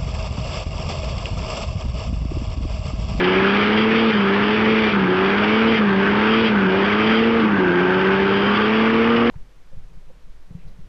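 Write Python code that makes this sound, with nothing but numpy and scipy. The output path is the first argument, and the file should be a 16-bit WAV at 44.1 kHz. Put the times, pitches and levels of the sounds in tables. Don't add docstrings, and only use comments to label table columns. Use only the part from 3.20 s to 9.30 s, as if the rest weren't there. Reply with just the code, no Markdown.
import sys
import numpy as np
from scipy import signal
from scipy.fft import rfft, irfft
from scipy.io import wavfile
from scipy.ndimage import uniform_filter1d

SR = 44100
rng = np.random.default_rng(int(sys.argv[2]) if len(sys.argv) > 2 else 0)


def generate_wav(sig):
    pcm = np.round(np.clip(np.atleast_2d(sig).T, -1, 1) * 32767).astype(np.int16)
    wavfile.write(sys.argv[1], SR, pcm)


N = 269010
TIME = np.arange(N) / SR
FREQS = np.fft.rfftfreq(N, 1 / SR)

# (opens [s], lifts [s], start firing rate [Hz], top firing rate [Hz], easing [-],
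# spool-up [s], relative gas rush at full boost [dB], its sag by the lift [dB])
PULLS = [(0.0, 0.928, 176.4, 230, 0.37, 0.49, -22.5, 1), (1.04, 1.714, 187.9, 219.1, 1.53, 0.59, -22.5, 2),
         (1.875, 2.578, 176.5, 231, .21, 0.45, -23, -1), (2.731, 3.288, 187.2, 232, 0.013, 0.44, -22.5, .5),
         (3.459, 4.235, 180.2, 231.9, .76, 0.45, -22.5, 5.5),
         (4.471, 6.2, 172.3, 237.9, 0.36, 0.72, -26, 1.5)]
# (length [s], falter [dB], firing note boom [dB], gas rush vented [dB], overtone softening [dB])
OVERRUNS = [(0.17, 14, 3.3, 2.5, 1.5), (0.17, 12, 3.5, 5.5, 7.5), (0.24, 9, 4.5, 8.5, 2.5),
            (0.2, 7, 5, 7.5, 4.5), (0.16, 2, 2, 5.5, 7)]


def exhaust(cycles, firing_hz, note_db=-0.5, shake_db=0.79, bank_db=-7.0, rasp_db=1, slip_rad=0.011):
    # (frequency [Hz], gain [dB])
    pipe = [(176, -26), (192, -23.5), (203, -21.5), (212, -21.6), (221, -18.5), (228, -19), (235, -18),
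            (268, -21), (300, -28.5), (352, -20.5), (380, -20.5), (392, -21.5), (404, -27.5), (418, -27.5),
            (432, -25), (450, -23), (470, -22), (530, -38.5), (585, -35.5), (640, -44.5), (700, -38.5)]
    # (multiple of the cycle rate [-], relative level [dB])
    orders = [(3, -48.5), (7, -41.5), (8, -46.5), (10, -49.5), (11, -39), (13, -40), (14, -42), (15, -44),
              (22, -44.5), (24, -49), (25, -50), (26, -46), (27, -43), (28, -44), (30, -43), (31, -46.5),
              (32, -45), (33, -44), (34, -43.5), (35, -44.5), (36, -59), (38, -46), (39, -44)]
    shut, boom_db, soft_db = overrun()
    pipe_db = {k: np.interp(k * firing_hz, *np.transpose(pipe)) for k in (1, 1.5, 2, 3)}
    angle = 2 * np.pi * cycles
    fire = 6 * angle
    drone = amp(pipe_db[1] + note_db + boom_db + shake_db * wander(25)) * np.cos(fire)
    drone += amp(pipe_db[2] - soft_db + shake_db * wander(25)) * np.cos(2 * fire + 2 * np.pi * 0.21)
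    drone += amp(pipe_db[3] - soft_db + shake_db * wander(25)) * np.cos(3 * fire)
    banks = amp(pipe_db[1.5] + bank_db - 6 * shut + 0.72 * wander(7.3)) * np.cos(1.5 * fire)
    rasp = np.zeros(N)
    for k, db in orders:
        gain = amp(db + 1.74 * wander(14))
        slip = k * slip_rad * wander(14)
        rasp += gain * np.cos(k * angle + slip + 2 * np.pi * rng.random())
    falter_db = sum(depth_db * bump(pull[1], half_s=0.012)
                    for pull, (_, depth_db, *_) in zip(PULLS, OVERRUNS))
    return np.sqrt(2) * amp(-falter_db) * (drone + banks + amp(rasp_db) * rasp)


def engine_speed(lift_lead_s=0.04394, flywheel_s=0.0853):
    # (time [s], half length [s], drop [Hz])
    bite = (5.208, 0.225, 7.6)
    u = np.linspace(0, 1, 30)
    climbs = []
    for opens_s, lifts_s, start_hz, top_hz, easing, *_ in PULLS:
        times_s = opens_s + (lifts_s - lift_lead_s - opens_s) * u
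        rates_hz = start_hz + (top_hz - start_hz) * (u + easing * u * (1 - u))
        climbs += zip(times_s, rates_hz)
    bite_s, half_s, drop_hz = bite
    return eased(through(climbs), flywheel_s) - drop_hz * bump(bite_s, half_s)


def overrun(throttle_s=0.011):
    controls = np.zeros((3, N))
    for (_, lifts_s, *_), (length_s, _, boom_db, _, soft_db) in zip(PULLS, OVERRUNS):
        shut = (TIME > lifts_s) * (TIME < lifts_s + length_s)
        controls += np.outer([1, boom_db, soft_db], shut)
    return [eased(control, throttle_s) for control in controls]


def tyres(cycles, firing_hz, scrub_db=-26.0, spin_up_db_per_hz_s=0.037, waver_hz=18, mid_speed_hz=205):
    # (frequency [Hz], gain [dB])
    spectrum = [(200, -23), (550, -6), (720, -6), (900, -2.5), (1050, -5), (1280, 0.5), (1650, -1),
                (1950, -5.5), (2350, -7.5), (2900, -11.5), (3900, -31.5)]
    # (cold pitch [Hz], sag [Hz/s], width [Hz],
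    # relative level at mid speed [dB], slope with firing rate [dB/Hz])
    tread = [(1653, 22, 200, -35, -0.2254), (1257, 18, 160, -35, .04), (891.5, 0.5, 50, -38.5, -.1)]
    # (time [s], half length [s], pitch [Hz], width [Hz], relative level [dB])
    flares = [(0.378, .18, 1258, 160, -33.5), (2.682, 0.11, 1657, 240, -30), (2.924, 0.15, 890, 60, -34.5),
              (3.383, .12, 1555, 280, -31), (3.816, .12, 1143, 160, -35), (4.522, 0.34, 1550, 160, -28),
              (4.92, .06, 1515, 130, -28.5), (4.95, 0.54, 890, 60, -34), (5.35, 0.11, 1177, 150, -24.5),
              (5.917, 0.32, 1169, 150, -31)]
    spin_up_hz_s = np.maximum(np.gradient(firing_hz) * SR, 0)
    pulses = puffs(cycles, depth=0.23, sharp=0.12, uneven=0.05)
    scrub = unit(colour(patchy(pulses, depth_db=1.9), spectrum))
    scrub *= amp(scrub_db + spin_up_db_per_hz_s * spin_up_hz_s + 0.5 * wander(33))
    song = np.zeros(N)
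    for cold_hz, sag_hz_s, width_hz, db, slope in tread:
        pitch_hz = cold_hz - sag_hz_s * TIME + waver_hz * wander(14)
        song += amp(db - 2 + slope * (firing_hz - mid_speed_hz)) * ring(pitch_hz, width_hz)
    squeals = sum(amp(db - 1) * bump(at_s, half_s) * ring(hz, width_hz)
                  for at_s, half_s, hz, width_hz, db in flares)
    return scrub + song + squeals


def gas_rush(cycles, rush_db=-2.5, flutter_db=1.05):
    # (frequency [Hz], gain [dB])
    spectrum = [(500, -17.5), (1200, -9.5), (1900, 0), (2300, 5), (2600, 0.5), (2950, 1.5), (3250, 1),
                (3500, -5), (3750, -12.5), (4000, -18)]
    # (time [s], half length [s], pitch [Hz], level [dB])
    whistles = [(.72, .1, 2274, -43), (1.448, .08, 2490, -35), (1.671, .055, 2363, -27.5),
                (2.35, .13, 2261, -34.5), (2.555, 0.041, 3220, -36), (3.098, .06, 2797, -41),
                (3.259, 0.027, 3278, -32.5), (3.932, 0.097, 3140, -35), (5.249, 0.15, 3101, -34.5),
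                (5.6, 0.37, 2309, -39)]
    pulses = puffs(cycles, depth=0.15, sharp=0.13, uneven=0.034)
    hiss = unit(colour(patchy(pulses, depth_db=2.0), spectrum))
    whistle = sum(amp(db) * bump(at_s, half_s) * ring(hz, width_hz=100)
                  for at_s, half_s, hz, db in whistles)
    return amp(boost() + rush_db + flutter_db * wander(32)) * hiss + whistle


def boost(first_db=-24, vent_s=0.035):
    points, left_db = [], first_db
    vents_db = [row[3] for row in OVERRUNS] + [0]
    for (opens_s, lifts_s, *_, spool_s, full_db, sag_db), vent_db in zip(PULLS, vents_db):
        full_s = min(opens_s + spool_s, lifts_s)
        points += [(opens_s, left_db), (full_s, full_db), (lifts_s, full_db - sag_db)]
        left_db = full_db - sag_db - vent_db
        points += [(lifts_s + vent_s, left_db)]
    return through(points)


def pipe_rumble(rumble_db=-27.5):
    # (frequency [Hz], gain [dB])
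    spectrum = [(20, -25.5), (35, -18.5), (50, -13), (70, -6), (115, -3), (165, -2.5), (260, -1), (460, -1),
                (560, -10.5), (800, -15.5), (1500, -38.5)]
    # (time [s], half length [s], level [dB])
    burbles = [(1.835, 0.056, -25), (3.443, 0.019, -25), (4.244, 0.027, -21), (4.337, 0.044, -21.5),
               (4.4, .018, -22)]
    rumble = amp(rumble_db + wander(5)) * unit(colour(rng.standard_normal(N), spectrum))
    thuds = sum(amp(db) * bump(at_s, half_s) for at_s, half_s, db in burbles)
    return rumble + thuds * ring(hz=300, width_hz=170)


def puffs(cycles, depth, sharp, uneven):
    fire = 2 * np.pi * cycles * 6
    edge = np.cos(2 * fire) + np.cos(3 * fire)
    swell = np.exp(depth * np.cos(fire) + sharp * edge + uneven * np.cos(fire / 2))
    return swell * rng.standard_normal(N)


def patchy(x, depth_db):
    spectra = signal.stft(x, nperseg=512, noverlap=384)[2]
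    field = uniform_filter1d(rng.standard_normal(spectra.shape), size=3, axis=0)
    field = uniform_filter1d(field, size=22, axis=1)
    return signal.istft(spectra * amp(depth_db * unit(field)), nperseg=512, noverlap=384)[1][:N]


def ring(hz, width_hz):
    angle = 2 * np.pi * np.cumsum(hz * np.ones(N)) / SR
    return wander(width_hz / 2) * np.cos(angle) + wander(width_hz / 2) * np.sin(angle)


def wander(rate_hz):
    grid_s = np.linspace(0, TIME[-1], 8192)
    hz = np.fft.rfftfreq(len(grid_s), grid_s[1])
    spectrum = rfft(rng.standard_normal(len(grid_s))) / (1 + (hz / rate_hz) ** 4)
    return np.interp(TIME, grid_s, unit(irfft(spectrum)))


def bump(at_s, half_s):
    return np.exp(-((TIME - at_s) / half_s) ** 2)


def through(points):
    return np.interp(TIME, *np.transpose(points))


def eased(x, half_s):
    lag_s = np.arange(-(SR // 3), SR // 3 + 1) / SR
    bell = np.exp(-(lag_s / half_s) ** 2)
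    return signal.fftconvolve(np.pad(x, len(lag_s) // 2, "edge"), bell / bell.sum(), "valid")


def colour(x, points):
    hz, db = np.transpose(points)
    return irfft(rfft(x) * amp(np.interp(np.log(FREQS + 1), np.log(hz), db)), N)


def low_pass(x, edge_hz):
    return signal.oaconvolve(x, signal.firwin(601, edge_hz, window=("kaiser", 9), fs=SR), "same")


def amp(db):
    return 10 ** (np.asarray(db) / 20)


def unit(x):
    return x / np.sqrt(np.mean(x ** 2) + 1e-20)


def scene():
    firing_hz = engine_speed()
    cycles = np.cumsum(firing_hz * (1 + 0.002 * wander(35))) / SR / 6
    return (exhaust(cycles, firing_hz) + pipe_rumble() + gas_rush(cycles) + tyres(cycles, firing_hz))[None]


def record(dry, ceiling=0.51, phone_rate_hz=8000):
    # (frequency [Hz], gain [dB])
    treble = [(3000, 1), (3500, 1.5), (4000, 3.5), (4800, -14), (5700, -29.5), (6450, -43), (7000, -53),
              (7600, -73)]
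    rounded = ceiling * np.tanh(dry[0] / ceiling)
    narrow = low_pass(rounded, phone_rate_hz / 2)
    mirrored = narrow * (1 + 2 * np.cos(2 * np.pi * phone_rate_hz * TIME))
    return low_pass(colour(mirrored, treble), edge_hz=7150)[None]


dry = scene()
out = record(dry)
generate_wav(out)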